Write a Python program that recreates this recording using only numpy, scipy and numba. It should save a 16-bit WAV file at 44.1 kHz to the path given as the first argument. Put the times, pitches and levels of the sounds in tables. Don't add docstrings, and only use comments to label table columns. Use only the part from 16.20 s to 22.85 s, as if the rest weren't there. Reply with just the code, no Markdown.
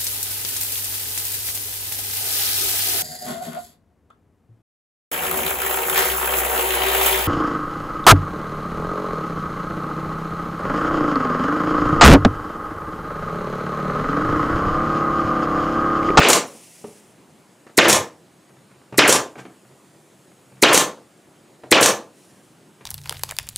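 import sys
import numpy as np
from scipy import signal
from scipy.io import wavfile
from scipy.ndimage import uniform_filter1d, map_coordinates
from numba import njit

SR = 44100
rng = np.random.default_rng(int(sys.argv[2]) if len(sys.argv) > 2 else 0)


def voltage_ratio(decibels):
    exponent = np.asarray(decibels, float) / 20
    return 10 ** exponent


def put_to_file(sound):
    columns = np.atleast_2d(sound).T
    safe = np.clip(columns, -1, 1)
    whole_steps = np.round(safe * 32767)
    wavfile.write(sys.argv[1], SR, whole_steps.astype(np.int16))


N = 293265
LEAD_IN = 4096
LATCH_S = .0325

# f/Hz, level/dB
HUM_TONE = [(15, -40), (25, -27), (43, -15.5), (76, -25.5), (113, -4), (178, -0.5), (204, -2), (261, -6),
            (328, 0), (367, -7), (401, -3), (429, -11), (492, -8), (1490, -17.5), (5500, -26), (7150, -56),
            (12100, -120)]
# f/Hz, side under mid/dB
HUM_WIDTH = [(60, -13.5), (110, -15), (200, -19), (380, -11.5), (700, -11), (1290, -10.5), (2380, -8.5),
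             (4400, -16), (8120, -14.5), (15000, -28)]
# f/Hz, t60/s
ROOM_DECAY = [(120, 0.34), (330, 0.37), (870, 0.33), (2300, 0.25), (6000, 0.24), (10000, .2), (15000, 0.23)]
# f/Hz, side under mid/dB
ROOM_WIDTH = [(60, -30), (110, -29), (200, -41.5), (380, -35.5), (700, -32.5), (1290, -28), (2380, -26.5),
              (4400, -22.5), (8120, -15.5), (15000, -19)]
# f/Hz, level/dB
LEAK_TONE = [(2350, -27.5), (4000, -12.5), (5300, -11.5), (5880, -3.5), (6480, -0.5), (7970, 0.5),
             (10600, -3), (12500, -10.5), (15100, -9.5), (15800, -28.5)]
# start t/s, end t/s, bounce path at start/ms, at end/ms, leak level/dB
APPROACHES = [
    (1.1, 1.5, .81, .72, -63.5),
    (1.9, 2.7, .655, 0.55, -64.5),
    (3.1, 4.4, .93, .71, -62.5),
    (4.8, 5.5, .855, .69, -64),
    (5.9, 6.65, .75, .59, -64),
]
# start t/s, length/s, level/dB, trailing level/dB
STROKES = [
    (0.278, .5, -49, -62.5),
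    (5.98, 0.25, -59, -70),
]
# f/Hz, level/dB
RUB_TONE = [(880, -39), (1500, -21), (1960, -5), (2140, -4), (2530, -1.5), (4050, -8), (5240, -2),
            (9830, 1), (13100, -12), (14900, -13.5), (15800, -16)]
# t/s, knock level/dB, scuff level/dB, panel thud level/dB
TOUCHES = [(0.352, -26, -90, -61), (0.644, -13, -43.5, -62), (0.699, -48, -62.5, -62),
           (1.468, -37, -43.5, -51), (1.497, -29.5, -52.5, -67), (2.294, -49, -54.5, -51),
           (2.37, -41, -55.5, -45), (2.515, -54, -53.5, -50), (2.56, -55, -58.5, -50),
           (2.617, -58.5, -54, -55), (2.726, -21.5, -38.5, -27.5), (2.744, -32, -37.5, -31),
           (3.157, -21, -41.5, -42), (3.254, -25, -41.5, -46), (3.299, -36.5, -55, -60),
           (3.452, -52, -55.5, -47), (3.513, -50, -54, -50), (3.748, -54, -56, -54),
           (3.937, -54, -60, -50.5), (4.118, -48, -59, -53.5), (4.267, -57, -63, -56.5),
           (4.324, -44, -54, -40), (4.369, -44, -54.5, -48), (5.437, -22, -43, -51),
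           (5.46, -25.5, -54, -48), (6.611, -39.5, -46, -45)]
# f/Hz, level/dB
WOOD = [(250, -10.5), (330, -3), (425, -1), (560, -3), (720, -4), (900, -8), (1150, -16)]
# f/Hz, level/dB
SCUFF_TONE = [(60, -24), (110, -1.5), (400, 4), (1200, 1), (2500, -6), (3600, -15.5), (6000, -24),
              (16000, -44.5)]
# piston blow t/s, trigger let go after/s, piston return after/s
SHOTS = [
    (-.018, .102, .1165),
    (1.5793, .102, .1165),
    (2.783, .093, .1095),
    (4.427, .101, .1163),
    (5.5175, .090, .109),
]
# blow level/dB, exhaust level/dB, batten tuning [factor]
FORCE = [(30.7, -2, 1.3), (30.5, -1.5, 1.04), (28.9, -2, 0.93), (31, -1.5, .95), (29.9, -2.5, .99)]
# f/Hz, level/dB
JET_TONE = [(50, -15), (200, 0), (880, 1), (1500, -3), (2730, -1.5), (3400, -2.5), (4650, -2.5),
            (5030, -6.5), (5500, 0), (7100, 1), (9360, -3), (15800, -21)]
# f/Hz, level/dB, t60/s
THUMP = [(375, 0, .014), (700, -12, .012), (2000, -3, .014)]
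# f/Hz, level/dB, t60/s
CRACK = [(4000, 3, .006), (2300, -2, .009), (6500, -5, .004), (1100, -9, .014)]
# f/Hz, level/dB
FRAME_TONE = [(18, -72.5), (30, -39.5), (70, -33), (115, -19), (309, -9), (628, -4.5), (754, -9.5),
              (859, -8), (1120, -7.5), (1240, -7.5), (2800, -6), (4480, -16.5), (7000, -21.5), (13800, -44),
              (15800, -57.5)]
# f/Hz, level/dB, t60/s
BATTENS = [(316.4, 0, 0.23), (443, -0.5, 0.19), (598.6, -9, 0.23), (882, -7.5, 0.18), (1157, -3, 0.2),
           (1693, -4.5, 0.28), (2640, -9, .22)]
# f/Hz, level/dB, t60/s
RETURN = [(499, 5.5, 0.048), (915, -2, 0.01), (1660, -30, .25)]
# f/Hz, level/dB, t60/s
MAGAZINE = [(1154, 2.5, 0.15), (1737, -4, 0.22), (851, -4, 0.2), (601, -1.5, 0.13), (1049, 3.5, 0.2),
            (1204, -2.5, 0.23)]


def evened(x):
    return x / np.sqrt(np.mean(x ** 2) + 1e-20)


def read(points, hz):
    f, value = np.transpose(points)
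    return np.interp(np.log(hz + 1), np.log(f + 1), value)


def colour(x, points):
    db = read(points, abs(np.fft.fftfreq(4096, 1 / SR)))
    log_gain = np.log(voltage_ratio(np.maximum(db, -100)))
    taps = np.fft.ifft(np.exp(np.conj(signal.hilbert(log_gain)))).real[:2048]
    return signal.oaconvolve(x, taps)[:len(x)]


def noise(length, points):
    return evened(colour(rng.standard_normal(length), points))


def add(mix, s, sound):
    part = mix[..., round(s * SR):][..., :sound.shape[-1]]
    part += sound[..., :part.shape[-1]]


def ring(modes, detune=1., rise_s=.0002):
    t = np.arange(SR // 4) / SR
    sines = sum(voltage_ratio(db - 60 * t / t60) * np.sin(2 * np.pi * hz * detune * t) for hz, db, t60 in modes)
    return sines * (1 - np.exp(-t / rise_s))


def room(x):
    taps = rng.standard_normal((2, SR // 2))
    hz, t, z = signal.stft(taps, SR, nperseg=256)
    z = z * voltage_ratio(-60 * t / read(ROOM_DECAY, hz)[:, None])
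    z[1] *= voltage_ratio(read(ROOM_WIDTH, hz) + 4)[:, None]
    clumps = uniform_filter1d(rng.standard_normal(z.shape), size=3, axis=2)
    clumps = evened(uniform_filter1d(clumps, size=5, axis=1))
    z *= voltage_ratio(2.7 * clumps)
    tail = signal.istft(z, SR, nperseg=256)[1]
    tail = tail * np.clip(np.arange(tail.shape[1]) / SR / .004 - 1, 0, 1)
    mid, side = signal.fftconvolve(x[None], tail / np.linalg.norm(tail[0]), axes=1)
    return np.array([mid + side, mid - side])


def hum():
    frames, hz = N // 256 + 5, np.fft.rfftfreq(1024, 1 / SR)
    a, b, c, d, patches = rng.standard_normal((frames, 513, 5)).T
    patches = uniform_filter1d(patches, size=10, axis=0)
    patches = evened(uniform_filter1d(patches, size=8, axis=1))
    z = np.array([a + 1j * b, (c + 1j * d) * voltage_ratio(read(HUM_WIDTH, hz))[:, None]])
    z = z * voltage_ratio(read(HUM_TONE, hz)[:, None] + 1.5 * patches)
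    mid, side = signal.istft(z, nperseg=1024, noverlap=768)[1][:, :N]
    return voltage_ratio(-52.5) * evened(np.array([mid + side, mid - side]))


def leak():
    bounce_far, bounce_near, facing_s = .3, .58, .4
    t = np.arange(N) / SR
    start, end, far_ms, near_ms, db = np.transpose(APPROACHES)
    moments = np.ravel([start, end], "F")
    path_ms = np.interp(t, moments, np.ravel([far_ms, near_ms], "F"))
    level_db = np.interp(t, moments, np.repeat(db, 2)) - 0.5
    facing = sum(np.clip(np.minimum(t - a, b + facing_s / 2 - t) / facing_s, 0, 1)
                 for a, b in zip(start, end))
    hiss = noise(N, LEAK_TONE)
    thrown = signal.filtfilt(*signal.butter(1, [6000, 11500], "band", fs=SR), hiss)
    bounce = map_coordinates(thrown, [np.arange(N) - path_ms * SR / 1000], order=3)
    strength = bounce_far + (bounce_near - bounce_far) * facing
    return voltage_ratio(level_db) * (hiss + .75 * strength * bounce)


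def stroke(t, start, length, db, trail_db):
    rise_s, sag_db, stop_s, trail_s = 0.056, -7, .035, .15
    u = t - start
    slide = np.clip(np.minimum(u / rise_s + 1, (length - u) / stop_s + 1), 0, 1)
    slide = slide * voltage_ratio(db + sag_db * np.clip(u / length, 0, 1) ** 2)
    return slide + voltage_ratio(trail_db) * (u > length) * (u < length + trail_s)


def hand():
    t = np.arange(N) / SR
    level = uniform_filter1d(sum(stroke(t, *row) for row in STROKES), size=400)
    snags = voltage_ratio(1.5 * evened(uniform_filter1d(rng.standard_normal(N), size=900)))
    return snags * level * noise(N, RUB_TONE)


def touch(knock_db, scuff_db, thud_db, rise_s=.0015, t60=.095):
    t = np.arange(SR // 4) / SR
    grain = np.arange(600)
    contact = rng.standard_normal(600) * np.exp(-grain / 110.0) / 9 + (grain == 0)
    contact = contact / np.linalg.norm(contact) * 1.2
    spot = rng.uniform(-0.81, 1, (len(WOOD), 2))
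    modes = [(hz * (1 + .06 * a), db + 3 * b, t60 * 250 / hz) for (hz, db), (a, b) in zip(WOOD, spot)]
    wood = signal.oaconvolve(ring(modes, rise_s=0.0017), contact)[:len(t)]
    thud = ring([(130, thud_db, 0.14), (195, thud_db - 4, 0.18)], rise_s=max(rise_s, .004))
    scuff = noise(len(t), SCUFF_TONE) * np.minimum(t / max(rise_s, 1e-4), 1)
    scuff *= 1 + 0.96 * np.exp(-t / 0.0029)
    scuff_fall = voltage_ratio(scuff_db - 60 * np.maximum(t - rise_s, 0) / t60)
    return voltage_ratio(knock_db - 7.0) * wood + thud + scuff_fall * scuff


def rustle(rise_s):
    arch = np.hanning(round(2.4 * rise_s * SR))
    return voltage_ratio(-50) * arch * noise(len(arch), JET_TONE)


def touches():
    mix = np.zeros(N)
    for s, *levels in TOUCHES:
        add(mix, s - .002, touch(*levels))
    drag_s, drag_rise_s = 3.168, .025
    add(mix, drag_s, touch(-40, -36, -30.5, rise_s=drag_rise_s, t60=0.085))
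    add(mix, drag_s, rustle(drag_rise_s))
    return mix


def vent(t):
    after = np.maximum(t - LATCH_S, 0)
    puff = np.clip(t / .002, .15, 1) * voltage_ratio(4.5 - 12 * (t / .028) ** 1.5)
    spit = voltage_ratio(6 - 60 * after / 0.044)
    bleed = voltage_ratio(-5.5 - 12 * (after / .038) ** 2)
    return np.where(t < LATCH_S, puff, np.hypot(spit, bleed))


def valve_air(t, exhaust_s, return_s, exhaust_db):
    air = noise(len(t), JET_TONE)
    thin_air = colour(air, [(2000, -17.0), (5500, -1), (16000, 11.5)])
    inlet_db = np.interp(t, [-.0115, -.0085, -.0025, .0, .006, .02], [-70, -34, -11, -14, -19, -50],
                         left=-200, right=-200)
    outlet_db = np.interp(t - exhaust_s, [0, .002, .016], [-24, -6, -10], left=-200)
    returned = air * vent(np.maximum(t - return_s, 0))
    exhaust = np.where(t < return_s, thin_air * voltage_ratio(outlet_db), returned)
    return thin_air * voltage_ratio(inlet_db) + voltage_ratio(exhaust_db) * exhaust


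def shot(exhaust_s, return_s, blow_db, exhaust_db, tuning):
    t = np.arange(SR // 3) / SR - .02
    direct = valve_air(t, exhaust_s, return_s, exhaust_db)
    body, driver = rng.uniform(0.96, 1.05, 2)
    add(direct, .0211, voltage_ratio(11.5) * ring(THUMP[:1], body, rise_s=.002))
    add(direct, .02, -voltage_ratio(1.5) * ring(THUMP[1:], body))
    add(direct, .0262, -voltage_ratio(blow_db - 19) * ring(CRACK, driver))
    add(direct, .0265, voltage_ratio(blow_db - 25.0) * ring(BATTENS, tuning, rise_s=0.0092))
    add(direct, .0318, voltage_ratio(blow_db - 15.5) * ring(CRACK[1:2], .9, rise_s=0.00067))
    back_s = .02 + return_s
    add(direct, back_s, voltage_ratio(exhaust_db + 1) * ring(RETURN, rise_s=0.00059))
    add(direct, back_s + LATCH_S, voltage_ratio(exhaust_db - 13.5) * ring(MAGAZINE, body ** 0.14, rise_s=0.0012))
    blow = np.zeros(len(t))
    add(blow, .0232, voltage_ratio([blow_db + 28.0]))
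    sound = room(colour(blow, FRAME_TONE) + voltage_ratio(-12) * direct)
    add(sound, 0, direct[None])
    return sound


def stapler():
    mix = np.zeros((2, N + LEAD_IN))
    for (s, *delays), force in zip(SHOTS, FORCE):
        add(mix, s - .02 + LEAD_IN / SR, shot(*delays, *force))
    return mix[:, LEAD_IN:]


def scene():
    hiss = leak() + hand()
    knocks = touches()
    hiss_room = voltage_ratio(-5) * room(hiss)[:, :N]
    knock_room = voltage_ratio(-5.5) * room(knocks)[:, :N]
    return hum() + hiss + hiss_room + knocks + knock_room + stapler()


@njit
def follow(size, rise, fall):
    out, level = np.empty_like(size), size[:200].max()
    for i in range(len(size)):
        level += (rise if size[i] > level else fall) * (size[i] - level)
        out[i] = level
    return out


def roll_off(x):
    return signal.sosfilt(signal.butter(12, 15920, fs=SR, output="sos"), x)


def record(dry):
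    attack_s, release_s, limit_db = .003, .012, -9
    level = follow(abs(dry).max(0), 1 / (attack_s * SR), 1 / (release_s * SR))
    held = dry / np.maximum(level / voltage_ratio(limit_db), 1)
    bent = .93 * held / (1 + abs(held) ** 4) ** .25
    cut = signal.lfilter(*signal.butter(2, 92, "high", fs=SR), bent)
    treble_stop = signal.firwin(255, 15800, window=("kaiser", 8), fs=SR)
    cut = signal.oaconvolve(cut, treble_stop[None], "same")
    return roll_off(cut)


dry = scene()
out = record(dry)
put_to_file(out)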